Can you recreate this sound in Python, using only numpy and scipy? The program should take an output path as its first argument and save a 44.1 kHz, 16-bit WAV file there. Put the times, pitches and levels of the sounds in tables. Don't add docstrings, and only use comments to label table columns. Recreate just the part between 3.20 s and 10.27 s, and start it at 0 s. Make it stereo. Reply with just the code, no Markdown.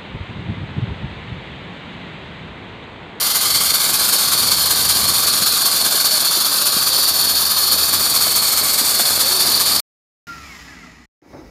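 import sys
import numpy as np
from scipy import signal
from scipy.fft import rfft, irfft
from scipy.io import wavfile
from scipy.ndimage import map_coordinates

SR = 44100
rng = np.random.default_rng(int(sys.argv[2]) if len(sys.argv) > 2 else 0)


def log_audio(samples):
    frames = np.atleast_2d(samples).T
    limited = np.clip(frames, -1, 1)
    pcm = np.round(limited * 32767).astype(np.int16)
    wavfile.write(sys.argv[1], SR, pcm)


N = 311770
TIME = np.arange(N) / SR
FREQS = np.maximum(np.arange(N // 2 + 1) * SR / N, 1)


def undb(db):
    return 10 ** (np.asarray(db) / 20)


def unit(x):
    return x / np.sqrt(np.mean(x ** 2))


def curves(table):
    times, *columns = np.transpose(table)
    return [np.interp(TIME, times, column) for column in columns]


def bell(hz, width_hz):
    return np.exp(-((FREQS - hz) / width_hz) ** 2)


def swell(s, half_s):
    return np.exp(-((TIME - s) / half_s) ** 2)


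def colour(x, spectrum, resonances=()):
    hz, db = np.transpose(spectrum)
    smooth_db = np.interp(np.log(FREQS), np.log(hz), db)
    peaks_db = sum(peak * bell(f, width) for f, width, peak in resonances)
    return unit(irfft(rfft(x) * undb(smooth_db + peaks_db), N))


def lift(x, hz, width_hz, db):
    return x + (undb(db) - 1) * irfft(rfft(x) * bell(hz, width_hz), N)


def delayed(x, ms):
    return map_coordinates(x, [np.arange(N) - ms * SR / 1000], order=3)


def wander(rate):
    return unit(irfft(rfft(rng.standard_normal(N)) * bell(0, rate / 2), N))


def turbulence(rate, depth_db):
    return rng.standard_normal(N) * undb(depth_db * wander(rate))


def ticks(rate, spread_db):
    clicks = (rng.random(N) < rate / SR) * rng.standard_normal(N)
    return unit(clicks * undb(spread_db * np.minimum(rng.exponential(size=N), 4)))


def steam_flow(speed, steady_db):
    # start/turns, opening time/turns, emptying time/turns, relative level/dB
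    puffs = [(.045, 0.093, 0.089, 3.5), (.365, 0.051, 0.26, 0), (.585, 0.1, 0.08, -1),
             (.825, 0.084, 0.05, 1.5)]
    turns = .345 + np.cumsum(speed) / SR
    scatter_db = 0.73 * rng.standard_normal((int(turns[-1]) + 2, len(puffs)))
    power = undb(steady_db) ** 2
    for (start, rise, fall, db), extra_db in zip(puffs, scatter_db.T):
        turn, since = np.divmod(turns - start + 1, 1)
        opening = np.sin(np.pi / 2 * np.clip(since / rise, 0, 1)) ** 2
        pressure = np.exp(-(np.maximum(since - rise, 0) / fall) ** 1.7)
        power = power + opening * pressure * undb(db + extra_db[turn.astype(int)]) ** 2
    return unit(np.sqrt(power))


def exhaust():
    # t/s, speed/(turns per s)
    wheel_speed = [(0, 4.993), (.5, 5.15), (1.9, 5.293), (2.7, 5.089), (3.3, 4.846), (4.3, 4.661),
                   (5.6, 4.722), (6.2, 5.0), (6.6, 5.04)]
    # f/Hz, relative level/dB
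    jet_spectrum = [(20, -43.5), (100, -18), (300, -14.5), (750, -8), (1600, -1), (1920, -11.5),
                    (2800, -8.5), (3400, -4), (5100, -0.5), (6200, -3.5), (10500, -3), (11650, -11),
                    (14700, -7.5), (15500, -25)]
    # f/Hz, width/Hz, boost/dB
    chimney_peaks = [(1123, 130, 6), (2290, 200, 5.5), (3547, 160, 5.5), (4390, 380, 8), (6990, 490, 4),
                     (9595, 880, 7.5), (13140, 980, 15)]
    speed, = curves(wheel_speed)
    jet = unit(turbulence(rate=500, depth_db=0.38))
    droplets = undb(-13) * ticks(rate=1700, spread_db=4)
    puffing = (jet + droplets) * steam_flow(speed, steady_db=-4)
    sound = colour(puffing, jet_spectrum, chimney_peaks)
    note_hz, note_width_hz, _ = chimney_peaks[0]
    sound = lift(sound, note_hz, note_width_hz, db=3 * swell(2.95, .5))
    effort_db = 1.3 * (speed - 5)
    distance_db = 1.5 * np.maximum(TIME - 5.8, 0)
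    return sound * undb(-16.5 + effort_db - distance_db)


def round_the_bend(x):
    # t/s, fullness/dB
    fullness = [(.05, -5), (.35, 1.5), (1.5, -1.5), (2.8, -1.5), (3.4, -4), (4.4, -5), (5, 2), (5.6, 3.5),
                (6.2, 0)]
    # f/Hz, width/Hz, factor on the fullness
    reflected_bands = [(2220, 230, 1.2), (6670, 250, 0.43), (8110, 650, 1.1)]
    # f/Hz, width/Hz, first boost/dB, last boost/dB, fade time/s
    fading_bands = [(2095, 110, 9.5, -1, 0.97), (3140, 170, 8, 0, 2.9)]
    # t/s, boost/dB
    sizzle = [(0, -2.5), (2.8, -3), (4.7, 1.5), (5.3, 1), (6.5, -2)]
    fullness_db, = curves(fullness)
    sizzle_db, = curves(sizzle)
    for hz, width_hz, factor in reflected_bands:
        x = lift(x, hz, width_hz, factor * fullness_db)
    for hz, width_hz, first_db, last_db, fade_s in fading_bands:
        x = lift(x, hz, width_hz, last_db + (first_db - last_db) * np.exp(-TIME / fade_s))
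    return lift(x, hz=14200, width_hz=900, db=sizzle_db)


def hiss():
    # t/s, level/dB, ringing f/Hz
    course = [(0, -30, 4430), (.35, -21.5, 4450), (.65, -25, 4405), (1.0, -21, 4400), (2.4, -21.5, 4402),
              (3.7, -20, 4456), (4.4, -19.5, 4450), (5.3, -23, 4411), (6.4, -19, 4493)]
    # f/Hz, relative level/dB
    leak_spectrum = [(500, -34.5), (2800, -24.5), (3500, -9), (5000, -8.5), (6500, -20.5), (14000, -49)]
    # f/Hz, width/Hz, boost/dB
    leak_peak = [(4434, 310, 12.9)]
    level_db, ring_hz = curves(course)
    sound = colour(turbulence(rate=110, depth_db=1.5), leak_spectrum, leak_peak)
    position = np.cumsum(ring_hz / leak_peak[0][0])
    return undb(level_db) * map_coordinates(sound, [position], order=3, mode="wrap")


def reflections(x, drift_ms):
    # delay/ms, relative level/dB
    echoes = [(.95, -16.5), (1.55, -17), (2.3, -18)]
    return x + sum(undb(db) * delayed(x, ms + drift_ms * wander(.6)) for ms, db in echoes)


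def rolling():
    # t/s, level/dB
    loudness = [(0, -36.5), (1.1, -33.5), (3.7, -36), (4.5, -34), (5.4, -34.5), (6.3, -31)]
    # f/Hz, relative level/dB
    rumble_spectrum = [(20, -46.5), (50, -23), (110, -2), (220, 1), (400, -1.5), (700, 0.5), (1200, -7.5),
                       (2500, -8), (6000, -40)]
    level_db, = curves(loudness)
    rails = unit(turbulence(rate=30, depth_db=0.5))
    rods = undb(-5.5) * ticks(rate=70, spread_db=-3.5)
    return undb(level_db) * colour(rails + rods, rumble_spectrum)


def wind():
    # t/s, level/dB
    airflow = [(0, -53), (.35, -37), (.9, -42), (1.2, -33), (1.9, -31), (2.85, -53.5), (4.1, -58.5),
               (5.05, -39.5), (5.35, -58), (6.55, -51)]
    # f/Hz, relative level/dB
    buffet_spectrum = [(20, -23), (50, -8.5), (90, -2), (170, -2.5), (300, -10), (500, -22), (1200, -51),
                       (4000, -79)]
    air_db, = curves(airflow)
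    common, opposed = (colour(turbulence(rate=35, depth_db=1), buffet_spectrum) for _ in range(2))
    gusts = undb(air_db + 2.5 * wander(13))
    return gusts * (undb(-5.5) * common + undb(-0.5) * opposed * np.array([[1], [-1]]))


def hall():
    # t/s, half length/s, level/dB
    drone_swells = [(0.301, .7, -50), (1.751, 0.51, -42), (4.499, 0.81, -44), (6.2, 0.91, -47.5)]
    # f/Hz, relative level/dB
    rumble_spectrum = [(20, -35.5), (50, -8), (100, -3.5), (200, -7), (400, -6), (1500, -13.5), (5000, -42)]
    # f/Hz, relative level/dB
    wash_spectrum = [(40, -27), (150, -0.5), (400, 25), (700, 29), (1050, 26), (1320, 9), (1600, -16),
                     (3000, -59)]
    strength = sum(undb(db) * swell(s, half_s) for s, half_s, db in drone_swells)
    drone_hz = 82 + 4 * wander(20)
    drone = unit(np.sin(2 * np.pi * np.cumsum(drone_hz) / SR) * undb(2.5 * wander(22)))
    rumble = colour(turbulence(rate=9.8, depth_db=3.5), rumble_spectrum)
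    wash = np.array([colour(turbulence(rate=4.2, depth_db=-1.5), wash_spectrum) for _ in range(2)])
    return strength * drone + undb(-45) * rumble + undb(-47.5) * wash


def knocks(decay_s, rattle_s, rattle_db):
    # t/s, level/dB, f/Hz
    hits = [(.403, -22.5, 370), (2.131, -27, 260), (2.745, -21, 416.7), (3.171, -17, 370),
            (3.566, -16.5, 270.4), (3.784, -21, 430), (4.563, -22.5, 540), (4.81, -21.5, 379),
            (5.068, -18, 633.4), (5.425, -20, 610), (5.612, -19, 256), (5.797, -14.5, 714),
            (6.28, -20, 299.7)]
    out, age = np.zeros(N), TIME[:SR // 8]
    for s, db, hz in hits:
        band = signal.butter(2, [hz / 2, hz * 2], "band", fs=SR, output="sos")
        rattle = unit(signal.sosfilt(band, rng.standard_normal(len(age)))) * np.exp(-age / rattle_s)
        clack = signal.sosfilt(band, np.sin(2 * np.pi * hz * age) * np.exp(-age / decay_s))
        start = int(s * SR)
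        out[start:start + len(age)] += undb(db) * (clack + undb(rattle_db) * rattle)
    return out


def groans():
    # t/s, level/dB, f/Hz, half length/s
    tones = [(2.72, -35, 637, 0.047), (2.94, -33, 577, 0.037), (3.463, -38.5, 573, 0.081),
             (3.753, -37.5, 517, 0.061), (5.876, -33, 576, 0.016), (6.053, -36, 534, .04),
             (6.168, -35.5, 373.3, 0.06), (6.237, -37.5, 700, .06)]
    out = np.zeros(N)
    waver = 1 + .045 * wander(70)
    for s, db, hz, half_s in tones:
        tone = unit(np.sin(2 * np.pi * hz * np.cumsum(waver) / SR))
        out += undb(db) * swell(s, half_s) * tone
    return out


def microphone(x):
    # f/Hz, left minus right/dB, left lead/radians, side echo level/dB
    openings = [(200, -.3, 0, -40), (700, -1.4, 0, -40), (1150, 0, 0, -40), (3300, 0, 0, -42),
                (4000, .2, 0, -26), (4900, .5, .04, -22), (5600, 0, 0, -33), (8700, 0, 0, -32),
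                (9300, -.1, .15, -20), (10800, -.2, .23, -15), (11600, 0, .12, -18), (12300, 1, .55, -14),
                (13400, 2.7, .62, -13), (14300, 3.5, .42, -11), (15200, .3, .03, -19)]
    hz, *columns = np.transpose(openings)
    balance_db, lead, echo_db = (np.interp(FREQS, hz, column) for column in columns)
    sides = np.array([[1], [-1]])
    direct = undb(sides * balance_db / 2) * np.exp(1j * sides * lead / 2)
    side_echo = delayed(x, ms=5 + .35 * wander(10))
    return irfft(rfft(x) * direct + sides * undb(echo_db) * rfft(side_echo), N)


def scene():
    steam = round_the_bend(exhaust()) + hiss()
    low_sounds = rolling() + knocks(decay_s=0.0031, rattle_s=0.016, rattle_db=-10) + groans()
    engine = reflections(steam, drift_ms=0.14) + low_sounds
    return microphone(engine) + wind() + hall()


def record(dry):
    stop_s, top_hz = 6.605, 15600
    running = np.clip((stop_s - TIME) / 0.008, 0, 1)
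    rounded = dry / (1 + dry ** 4) ** .25
    low_pass = signal.ellip(12, .1, 90, top_hz, fs=SR, output="sos")
    return signal.sosfilt(low_pass, rounded * running)


dry = scene()
out = record(dry)
log_audio(out)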